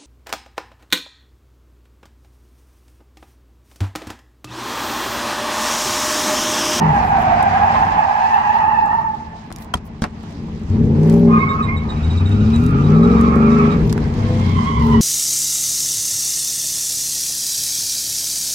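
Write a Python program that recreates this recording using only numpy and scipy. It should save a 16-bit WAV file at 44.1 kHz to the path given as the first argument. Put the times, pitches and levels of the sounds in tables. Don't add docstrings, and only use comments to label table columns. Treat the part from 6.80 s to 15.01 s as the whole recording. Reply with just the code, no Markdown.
import sys
import numpy as np
from scipy import signal
from scipy.fft import rfft, irfft
from scipy.io import wavfile
from scipy.ndimage import uniform_filter1d

SR = 44100
rng = np.random.default_rng(int(sys.argv[2]) if len(sys.argv) > 2 else 0)


def boost(x):
    u = np.asarray(x, float) / 20
    return 10 ** u


def digitize_waveform(pressure):
    field = np.atleast_2d(pressure).T
    bounded = np.clip(field, -1, 1)
    quanta = np.round(bounded * 32767).astype(np.int16)
    wavfile.write(sys.argv[1], SR, quanta)


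N = 362061

# [t/s, stick-slip rate f/Hz, level/dB, overtone level/dB]
LONG_SLIDE = [
    (0, 913, -14, -18.5),
    (.2, 815.6, -16.5, -16),
    (.5, 779.2, -14.5, -16.5),
    (1.0, 847.4, -15, -15),
    (2.05, 861.5, -15, -15),
    (2.2, 876, -17, -18),
    (2.35, 881, -26, -22),
    (2.5, 879, -39, -11),
    (2.69, 866, -44.5, -12),
    (2.75, 870, -60, -9),
]
LEFT_CHIRP = [(4.46, 1065, -47, -2), (4.52, 1085, -30, -21), (4.58, 1060, -24, -10), (4.62, 1085, -27, -2),
              (4.7, 1098, -28, -2), (4.76, 1096, -31.5, -14), (4.83, 1112, -34, -18),
              (4.89, 1046, -31.5, 3.5), (4.93, 1092, -35.5, 3), (5.0, 1100, -46, 4), (5.08, 1105, -60, 4)]
RIGHT_CHIRP = [
    (4.46, 1226, -48, -16),
    (4.521, 1235, -24, -18),
    (4.58, 1210, -21.5, -18),
    (4.629, 1253, -32.5, -9),
    (4.70, 1244, -28, -38),
    (4.80, 1270, -27.5, -17),
    (4.839, 1230, -39, -14),
    (4.9, 1190, -40, 0),
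    (4.95, 1210, -47, -15),
    (5.198, 1240, -40.5, -18),
]
POWER_SLIDE = [
    (5.15, 1271, -46, -3),
    (5.72, 1298, -39.5, -8),
    (5.95, 1287, -33, -14.5),
    (6.15, 1219, -30.5, -18),
    (6.4, 1212, -25.5, -16.5),
    (6.65, 1220, -26, -14),
    (6.85, 1221, -24.5, -13.5),
    (6.96, 1238, -33.5, -12.5),
    (7.05, 1263, -50, -11),
]
LAST_SLIDE = [
    (7.3, 1039, -54, -9),
    (7.45, 1070, -43, -7),
    (7.64, 1083, -39.5, -4),
    (7.72, 1069, -38, -1.5),
    (7.79, 1036, -26.5, -12),
    (7.95, 1033, -29, -8.5),
    (8.0, 1008, -24.5, -12.5),
    (8.08, 964, -26, -15.5),
    (8.21, 1018, -22.5, -11),
]

# [t/s, opening 0-1]
THROTTLE = [(0, .6), (.95, .5), (1.3, .2), (3.8, .15), (3.92, .85), (4.2, 1), (4.55, 1), (4.7, .5),
            (5.1, .7), (5.3, .95), (6.1, 1), (6.85, 1), (6.95, .5), (7.35, .7), (7.5, .9), (7.75, .9),
            (7.9, .6), (8.0, .9), (8.21, .95)]
# [t/s, f/Hz]
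CYCLE_RATE = [(0, 20.2), (.1, 18.3), (.35, 13.7), (.55, 12.4), (.95, 11.2), (3.6, 10), (3.9, 11),
              (4.0, 15.2), (4.21, 19.7), (4.39, 21.5), (4.58, 20.2), (4.87, 12.5), (5.05, 8.9), (5.19, 9.6),
              (5.88, 15.6), (6.0, 18), (6.24, 21.6), (6.7, 25.6), (6.87, 25.9), (7.0, 20.7), (7.3, 17.4),
              (7.8, 14.7), (8.0, 14.6), (8.21, 13.8)]
FIRING_BANK = [1, -1, -1, 1, -1, 1, 1, -1]
CYLINDER_DB = [4, -6, 3.5, 2, 11, -0.5, -1, 12]
# [t/s, near-bank lead 0-1, cylinder unevenness (1 = usual)]
LUMP = [
    (0, 0.44, 0.7),
    (4.0, 0.1, .6),
    (4.4, 0.57, 0.86),
    (5.3, 0.47, 0.8),
    (6.2, 0.23, 0.74),
    (6.6, 0.65, 3.25),
    (7.2, 0.27, 1.2),
    (7.75, 0.32, 1.6),
    (8.0, .5, 0.5),
    (8.21, 0.37, 0.43),
]
# [t/s, boom level/dB, body shake level/dB]
EFFORT = [(0, -20, -2), (.35, -28.5, 0), (1.15, -28, 0), (1.3, -37.5, 0), (2.0, -33, 0), (2.6, -36.5, 0),
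          (3.55, -32, 0), (3.63, -26.5, 0), (3.88, -27, 0), (4.0, -14, 0), (4.55, -16.5, -1),
          (4.75, -22, 1), (5.5, -21.5, 1), (6.1, -14, 1), (6.85, -14.5, -2), (7.3, -20.5, 3),
          (7.93, -22, 0), (8.21, -15.5, -2)]
# [f/Hz, level/dB]
CABIN_RESPONSE = [(15, -31.5), (25, -9.5), (81, -0.5), (124, -3), (155, 3), (198, -2), (226, 3), (243, -9),
                  (264, -11.5), (308, -10.5), (358, -15), (412, -8.5), (530, -21), (576, -22), (700, -44.5),
                  (910, -90), (1540, -120)]
# [f/Hz, width/Hz, level over broad response/dB]
CABIN_MODES = [(96, 18, 3), (163, 26, 3), (236, 34, 10), (408, 30, 8), (465, 30, 4), (575, 30, 6)]
# [multiple of cycle, mode f/Hz, width/Hz, gain/dB]
DRONES = [(8, 167.5, 13.4, 6.5), (16, 212.5, 18.4, 5.5)]
# [start t/s, end t/s, multiple of cycle, level/dB]
SINGING = [(-.1, .17, 8, -24), (-.1, .22, 11, -28), (.05, .45, 4, -32), (4.25, 4.62, 11, -22),
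           (4.22, 4.57, 19, -32), (4.25, 4.52, 27, -38), (5.15, 5.6, 8, -31), (5.55, 5.92, 16, -25),
           (5.5, 5.85, 5, -25), (6.08, 6.37, 11, -23), (6.25, 6.62, 3, -29), (6.3, 6.62, 10, -25),
           (6.53, 6.92, 9, -20), (6.5, 6.92, 16, -28), (6.55, 6.97, 6, -30), (6.48, 6.8, 23, -40),
           (6.15, 6.4, 21, -32), (7.38, 7.82, 6, -24), (7.5, 7.85, 12, -28), (7.4, 7.9, 14, -30),
           (7.93, 8.3, 5, -21), (8.0, 8.3, 16, -19), (7.95, 8.3, 10, -23), (8.0, 8.3, 30, -29)]

# [t/s, spray level/dB, rolling tyre load level/dB]
SPRAY = [(0, -53, -1.5), (.5, -50.5, 2), (1.46, -48.5, -0.5), (1.9, -54.5, 3), (2.3, -60, -1.5),
         (2.75, -62, -2.5), (2.92, -66, 4), (3.2, -65, 0.5), (3.43, -59, -3.5), (3.9, -58, -2),
         (4.3, -54, 0), (4.94, -56.5, 4), (5.3, -53, -2), (5.85, -51.5, -2.5), (6.17, -52.5, 1),
         (6.7, -50.5, 3), (7.25, -54.5, 1), (7.5, -48, -2), (7.75, -48, -6.5), (8.21, -47.5, -6.5)]
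# [f/Hz, level/dB]
HISS = [(290, -36), (500, -11), (578, -20.5), (678, -7.5), (795, 3), (880, -4.5), (1360, -22),
        (1670, -13.5), (3540, -25), (4940, -26.5), (16000, -50)]
# [f/Hz, left minus right level/dB]
PORT_TILT = [(60, 2.0), (110, 2.0), (200, 1.5), (380, -7), (700, -1.5), (1290, -8.5), (2380, 5),
             (4400, -9.5), (8120, -3.5), (15000, -1)]
# [t/s, peak level/dB, length/s]
RUSTLES = [(0.173, -61.5, 0.062), (0.271, -59.5, 0.067), (0.413, -57.5, 0.042), (1.502, -70, 0.21),
           (2.821, -55, 0.039), (3.064, -56.5, .02), (4.357, -60.5, 0.16), (5.84, -58.5, .09),
           (6.289, -69.5, 0.13), (7.084, -63.5, 0.1), (8.076, -57, 0.086), (8.21, -62, 0.022)]

# [t/s, peak level/dB, left minus right level/dB]
TICKS = [(0.628, -28, -8.5), (2.0606, -42, -12), (2.7254, -28.5, 1), (2.7616, -28.5, 1), (2.7856, -36, 1.5),
         (2.9427, -21.5, -0.5), (3.2423, -37.5, -8), (3.4322, -44.5, -1), (3.51, -46, -5), (3.218, -37, 0),
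         (4.2745, -42, 2.5), (4.298, -29, -9.5), (4.3282, -35, -10.5), (4.341, -32, 1), (5.493, -46.5, -16),
         (5.864, -29, -4.5), (6.412, -30, -2.5), (6.558, -38.5, -11.5), (7.127, -22, -0.5),
         (7.1784, -36, -4.5), (7.546, -45.5, -3)]
# [t/s, peak level/dB, thud above peak/dB, crack above peak/dB, length/s]
KNOCKS = [(2.704, -22, -10, -32, 0.0041), (2.716, -15.5, -16, -32, 0.0015), (2.821, -45, -9, 0, 0.008),
          (2.938, -8.5, -19, -20, 0.006), (2.953, -21, 6, -18.5, 0.0069), (2.97, -25, 0, -18.5, 0.0088),
          (3.436, -29.5, 5, -29.5, .005), (3.2205, -10, 4, -20, 0.0071), (3.2335, -22.5, 10, -15.5, 0.0066),
          (3.2402, 0, -25, -28, 0.0016), (3.244, -12, -9, -37.5, 0.013), (7.095, -32, -9, -4, .012),
          (7.1275, -10, 0, -20, 0.002), (7.338, -36, -9, -6, .006), (7.178, -10, -20, -37, 0.002)]
# [f/Hz, level/dB, t60/s]
LATCH_MODES = [(746, 0.5, 0.049), (974, -3.5, 0.044), (1350, -2, 0.019), (1927, -15, .05), (2380, -15, .05),
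               (3250, 0, .018), (4300, -16, .008), (5600, -16, .006)]
# [t/s, peak level/dB, pitch f/Hz]
BUMPS = [
    (2.943, -17.5, 73.2),
    (3.223, -28, 90),
    (3.9, -10.5, 92.4),
    (6.985, -8, 70.2),
    (7.025, -9, 50.6),
    (7.063, -5.5, 112.7),
    (7.129, -13, 131.7),
]
# [t/s, peak level/dB]
SQUEAKS = [(4.5937, -40.5), (4.696, -29.5), (4.8285, -33.5), (4.971, -34.5), (5.096, -33), (5.164, -43),
           (5.235, -33), (5.304, -33.5), (5.377, -31), (5.459, -34.5), (5.5172, -38), (5.5545, -46),
           (5.6086, -44), (5.6656, -40), (5.738, -31.5), (5.8193, -49), (5.8619, -44.5), (6.0428, -38),
           (6.153, -42.5), (6.2315, -39.5), (6.3048, -43), (6.3665, -40), (6.4629, -43), (6.667, -49),
           (6.717, -39), (6.911, -38)]
# [start t/s, end t/s, mesh from f/Hz, mesh to f/Hz, level/dB]
WHINES = [
    (4.8, 5.75, 488, 552, -47),
    (7.3, 7.7, 481, 520, -34),
]
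GEAR_ORDERS = [(2, -3), (3, 0), (4, -10)]

SIDES = np.array([[1], [-1]])


def level(x, db):
    return x * boost(db) / np.sqrt(np.mean(x ** 2))


def steady(x, window_s):
    k = int(window_s * SR)
    power = uniform_filter1d(uniform_filter1d(x ** 2, k), k)
    return x / np.sqrt(power + 1e-12)


def curves(table):
    s, *columns = np.transpose(table)
    return [np.interp(np.arange(N) / SR, s, c) for c in columns]


def at(table, hz):
    f, db = np.transpose(table)
    return np.interp(np.log(hz + 1), np.log(f + 1), db)


def band(x, lo_hz, hi_hz, order=2):
    sos = signal.butter(order, [lo_hz, min(hi_hz, .45 * SR)], "band", fs=SR, output="sos")
    return signal.sosfilt(sos, x)


def colour(x, table):
    cepstrum = irfft(np.log(boost(at(table, np.linspace(0, SR / 2, 8193)))))
    cepstrum[1:8192] *= 2
    cepstrum[8193:] = 0
    impulse = irfft(np.exp(rfft(cepstrum)))[:8192]
    return signal.fftconvolve(x, impulse)[:N]


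def walk(rate_hz, size=N):
    k = int(SR / rate_hz)
    held = np.repeat(rng.standard_normal(size // k + 1), k)
    return 1.3 * uniform_filter1d(uniform_filter1d(held, k), k)[:size]


def ears(x, pan_db, lag=0):
    return np.array([x * boost(pan_db / 2), np.roll(x, lag) * boost(-pan_db / 2)])


def add(out, s, sound):
    a = int(s * SR)
    out[:, a:a + sound.shape[1]] += sound[:, :N - a]


def slide(table, spread, count, scrub_db=-49.0, third=0.58, skew=0.54, patchy_db=4.5, rate_hz=45,
          side_db=-0.2, core_db=-3.5, low_db=0.0, shimmy=.013, edge_db=1.9, judder_db=1.0, thin_db=2.5,
          lag_s=.0004):
    a, b = int(table[0][0] * SR), min(int(table[-1][0] * SR), N)
    size = b - a
    hz, db, overtone_db = (c[a:b] for c in curves(table))
    spread = np.interp(np.linspace(0, len(spread) - 1, size), np.arange(len(spread)), spread)
    hz = hz * (1 + shimmy * walk(22, size))
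    third_gain = third * np.clip(spread / .07, 0, 1)
    tones = np.zeros((2, 2, size))
    for place in np.linspace(-1, 1, count):
        off = 1.4 * place + skew * place ** 2
        off = off + .12 * walk(12, size) + .35 * abs(place) * walk(150, size)
        jitter = np.minimum(.0116, 0.355 * spread) * walk(90, size)
        phase = np.cumsum(2 * np.pi / SR * hz * (1 + spread * off + jitter))
        place_db = -3.3 * abs(place) - edge_db * place ** 2 + core_db * np.exp(-30 * place ** 2)
        grip = boost(patchy_db * walk(rate_hz, size) + place_db)
        lag = int(SR * (lag_s + .0001 * rng.standard_normal()))
        pan_db = -4.5 + 2.2 * rng.standard_normal()
        overtones = np.sin(2 * phase) + third_gain * np.sin(3 * phase)
        overtones = overtones * grip * boost(-low_db * place - thin_db * place ** 2)
        tones[0] += ears(grip * np.sin(phase), pan_db, lag)
        tones[1] += ears(overtones, pan_db, lag)
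    tones /= np.sqrt(uniform_filter1d((tones ** 2).mean(axis=1, keepdims=True), SR // 5) + 1e-9)
    scrub = band(rng.standard_normal((2, size)), 0.8 * hz.mean(), 1.47 * hz.mean(), order=3)
    scrub = level(scrub, scrub_db) * boost(2.7 * walk(39.66, size))
    sound = tones[0] + tones[1] * boost(overtone_db) + scrub
    fade = signal.windows.tukey(size, 2000 / size)
    out = np.zeros((2, N))
    out[:, a:b] = sound * boost(db + 5.5 + judder_db * walk(70, size)) * fade
    return out * boost(side_db / 2 * SIDES)


def tyres():
    long = slide(LONG_SLIDE, [.075, .105, .12, .12, .105, .06, 0.028, 0.018], count=16, scrub_db=-16,
                 skew=.35, patchy_db=4.3, side_db=0.0, core_db=4.5, edge_db=1.5, third=0.3, judder_db=1.0,
                 thin_db=4, lag_s=.00035) * boost(-1.2)
    power = slide(POWER_SLIDE, [.1, .07, .085], count=10, scrub_db=-16.0, skew=.1, patchy_db=4.5,
                  rate_hz=40, low_db=4.5, third=0.14, edge_db=3, thin_db=-0.5)
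    last = slide(LAST_SLIDE, [.04, .075, .075], count=11, third=0.55, skew=0.5, patchy_db=4.8,
                 core_db=2.2, scrub_db=-19, edge_db=.6, thin_db=14, low_db=-1.5)
    dry = long + power + last
    for table in (LEFT_CHIRP, RIGHT_CHIRP):
        dry = dry + slide(table, [.022, .022], count=5, core_db=5, patchy_db=3.5, scrub_db=-17.0, third=0.03,
                          rate_hz=55, shimmy=.002, skew=0.0, lag_s=.0003, judder_db=2.0)
    echoes = rng.standard_normal((2, 4000)) * np.exp(-np.arange(4000) / SR / .022) * boost(-41)
    echoes[:, 0] = 0.74
    return signal.fftconvolve(dry, echoes, axes=1)[:, :N]


def cabin(x):
    x = colour(x, CABIN_RESPONSE)
    modes = [boost(db) * signal.lfilter(*signal.iirpeak(hz, hz / width_hz, fs=SR), x)
             for hz, width_hz, db in CABIN_MODES]
    return x + sum(modes)


def passing(hz, mode_hz, width_hz):
    return 1 / (1 + ((hz - mode_hz) / width_hz) ** 2)


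def loudness(cycle_hz, throttle):
    effort_db, shake_db = curves(EFFORT)
    drone_db = sum(db * passing(k * cycle_hz, hz, width_hz) for k, hz, width_hz, db in DRONES)
    boom_db = effort_db + throttle * drone_db
    shudder_db = -35.5 + shake_db + 0.82 * (effort_db + 30) + 4 * throttle - 0.05 * (cycle_hz - 12)
    floor_hz, floor_width_hz = 91.5, 20
    for order, gain_db in [(8, 7.2), (6, 3.4)]:
        shudder_db = shudder_db + throttle * gain_db * passing(order * cycle_hz, floor_hz, floor_width_hz)
    bark_db = -11.5 - 2.5 * throttle + 0.42 * (cycle_hz - 12)
    return boom_db, shudder_db - boom_db, bark_db


def firings(cycle_hz, throttle):
    far_pipe_s = 0.0008
    count = np.floor(np.cumsum(8 * cycle_hz / SR)).astype(int)
    when = np.flatnonzero(np.diff(count)) + 1
    cylinder = count[when] % 8
    bank = np.take(FIRING_BANK, cylinder)
    chance = rng.standard_normal((3000, 2))[:len(when)].T
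    slack = 1 - throttle[when]
    lead, uneven = (c[when] for c in curves(LUMP))
    size = (1 + np.clip(lead, 0, 1) * bank) * boost(uneven * np.take(CYLINDER_DB, cylinder))
    size = size * boost((1.7 + 3.0 * slack) * chance[0])
    late_s = (.00018 + .001 * slack) * chance[1] + far_pipe_s * (bank < 0)
    late = (SR * late_s).astype(int)
    pulses = np.bincount(np.clip(when + late, 0, N - 1), size, N)
    return pulses, np.bincount(when, bank, N)


def singing(sound, cycle_hz):
    swell_s, waver_db, ring = .07, 3.2, int(.06 * SR)
    out, t = np.zeros(N), np.arange(N) / SR
    turn = np.cumsum(2 * np.pi * cycle_hz / SR)
    for start, end, k, db in SINGING:
        a, b = max(int(start * SR), 0), min(int(end * SR), N)
        to_edge_s = np.minimum(t[a:b] - start, end - t[a:b])
        on = np.sin(np.pi / 2 * np.clip(to_edge_s / swell_s, 0, 1)) ** 2
        order = np.exp(1j * k * turn[a:b])
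        share = uniform_filter1d(uniform_filter1d(sound[a:b] / order, ring), ring)
        tone = (order * share / np.abs(share)).real
        out[a:b] += np.sqrt(2) * on * boost(db + waver_db * walk(14, SR)[:b - a]) * tone
    return out


def engine():
    flywheel_s = .07
    cycle_hz = uniform_filter1d(curves(CYCLE_RATE)[0], int(flywheel_s * SR), mode="nearest")
    throttle, = curves(THROTTLE)
    boom_db, shudder_db, bark_db = loudness(cycle_hz, throttle)
    pulses, bank_pulses = firings(cycle_hz, throttle)
    firing = steady(cabin(pulses), 0.071)
    rumble = steady(colour(rng.standard_normal(N) * boost(1.0 * walk(5.8)), CABIN_RESPONSE), 0.058)
    clean = .15 + .83 * throttle
    mix = np.sqrt(clean) * firing + np.sqrt(1 - clean) * rumble
    rocking = steady(cabin(bank_pulses), 0.14)
    rock_gain = .7 * throttle ** 2 * np.clip(cycle_hz / 5 - 2.6, .15, 1)
    shudder = steady(band(mix + rock_gain * rocking, 28, 115), .2) * boost(boom_db + shudder_db)
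    boom = steady(band(mix, 151.6, 332.5, order=3), 0.088) * boost(boom_db)
    bark = steady(band(mix, 323.3, 648, order=3), 0.17) * boost(boom_db + bark_db)
    rasp_db = -29 + .5 * (cycle_hz - 20) - 25 * (1 - throttle)
    bark = bark + steady(band(pulses, 730, 870), .15) * boost(boom_db + rasp_db)
    boom = boom + singing(shudder + boom + bark, cycle_hz)
    apart = steady(colour(rng.standard_normal(N), CABIN_RESPONSE), .3) * boost(boom_db - 21.5) * SIDES
    return ears(shudder + boom, 1.9, lag=-2.4) + ears(bark, .1, lag=-9.5) + apart


def wetness():
    t = np.arange(N) / SR
    spray_db, load_db = curves(SPRAY)
    slewing_db = 13 * np.exp(-t / 1.42)
    drone_db = -43.5 + load_db + 0.99 * (spray_db + 56.0) + slewing_db
    brush = sum(boost(2 * db) * np.exp(-((t - s) / length_s) ** 2 * 4) for s, db, length_s in RUSTLES)
    rustle_db = 10 * np.log10(boost(2 * (spray_db - 21)) + brush)
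    return spray_db, drone_db, rustle_db


def spray():
    spray_db, drone_db, rustle_db = wetness()
    top_db_per_octave = 17
    out, shared = 0, walk(11)
    grit = boost(2.5 * rng.exponential(1, N // 40 + 1).repeat(40)[:N])
    for hz in 560 * 2 ** np.arange(0, 5, 1 / 3):
        noise = rng.standard_normal((2, N)) * grit ** min(hz / 9000, 1)
        drone = np.clip(np.log2(3500 / hz) / 0.84, 0, 1)
        rustle = np.clip(np.log2(hz / 6500) / .5, 0, 1)
        db = at(HISS, hz) - at(HISS, 6475) + spray_db - 6.5 + 1.2 * shared + 2.1 * walk(34)
        db = db + drone * (drone_db - spray_db - 12.5) + rustle * (rustle_db - spray_db + 8.0)
        db = db + top_db_per_octave * max(np.log2(hz / 9000), 0)
        tilt = boost(at(PORT_TILT, hz) / 2 * SIDES)
        hiss = level(band(noise, hz / 1.186, hz * 1.199), 10 * np.log10(hz / 5500))
        out = out + hiss * boost(db) * tilt
    return out


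def trim():
    tick_body_db = -18
    out, t = np.zeros((2, N)), np.arange(4000) / SR
    for s, db, pan_db in TICKS:
        noise = rng.standard_normal((2, 4000)) * (np.exp(-t / 0.00066) + 0.11 * np.exp(-t / 0.0086))
        tick = band(noise, 2100, 10500) + boost(tick_body_db) * 2 * band(noise, 1200, 2600)
        add(out, s, boost(db + 6.0) * tick * boost(pan_db / 2 * SIDES))
    for s, db, thud_db, crack_db, length_s in KNOCKS:
        noise = rng.standard_normal((3, 4000)) * np.exp(-t / max(length_s, .001))
        thud = -np.exp(-t / 0.006) * (np.sin(2 * np.pi * 205 * t) + 0.35 * np.sin(2 * np.pi * 95 * t))
        knock = 1.08 * band(noise[:2] + noise[2], 240, 1400)
        crack = 3.5 * band(noise[:2], 1800, 5800)
        add(out, s, boost(db) * (knock + boost(crack_db) * crack + boost(thud_db) * thud))
    return out


def latch():
    out, t, ring = np.zeros((2, N)), np.arange(4000) / SR, 0
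    for hz, db, t60_s in LATCH_MODES:
        turns = hz * t + rng.random((2, 1)) * min(hz / 3000, 1)
        ring = ring + boost(db - 60 * t / t60_s) * np.sin(2 * np.pi * turns)
    scrape = rng.standard_normal((1, 300)) * np.exp(-np.arange(300) / SR / .002) / 5.9
    add(out, 2.9395, boost(-14.5) * signal.fftconvolve(ring, scrape, axes=1))
    return out


def bumps():
    out, t = np.zeros((2, N)), np.arange(5000) / SR
    for s, db, hz in BUMPS:
        thump = np.exp(-t / 0.037) * np.sin(2 * np.pi * hz * t)
        add(out, s, ears(boost(db - 4.0) * thump, 3.6))
    return out


def squeaks():
    mode_hz, scatter = 3804, .007
    out, t = np.zeros((2, N)), np.arange(3000) / SR
    for s, db in SQUEAKS:
        hz = mode_hz * (1 + scatter * rng.standard_normal())
        shape = np.clip(t / .012, 0, 1) * np.exp(-(t / .038) ** 2) * boost(3.5 * walk(260, size=3000))
        wobble = .004 * walk(60, size=3000) + .011 * walk(500, size=3000)
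        phase = np.cumsum(2 * np.pi / SR * hz * (1 + wobble))
        tone = np.sin(phase) + boost(-16.0) * np.sin(2 * phase) + boost(-32.0) * np.sin(3 * phase)
        add(out, s - .009, ears(boost(db) * shape * tone, -4.5, lag=2.4))
    return out


def gears():
    out, t = 0, np.arange(N) / SR
    for start, end, from_hz, to_hz, db in WHINES:
        on = np.clip(np.minimum(t - start, end - t) / 0.073, 0, 1) * boost(db + 2.8 * walk(18))
        mesh_hz = np.interp(t, [start, end], [from_hz, to_hz]) * (1 + 0.0028 * walk(15))
        tones = sum(boost(g) * np.sin(np.cumsum(2 * np.pi * k / 3 * mesh_hz / SR)) for k, g in GEAR_ORDERS)
        out = out + np.sqrt(2) * on * tones
    return ears(out, -.4)


def scene():
    return tyres() + engine() + spray() + trim() + latch() + bumps() + squeaks() + gears()


def limit(x):
    return x / (1 + np.abs(x / .9) ** 4) ** .25


def top_cut(x):
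    return signal.sosfilt(signal.butter(12, 15830, fs=SR, output="sos"), x)


def record(dry):
    mix = limit(dry)
    return top_cut(mix)


dry = scene()
out = record(dry)
digitize_waveform(out)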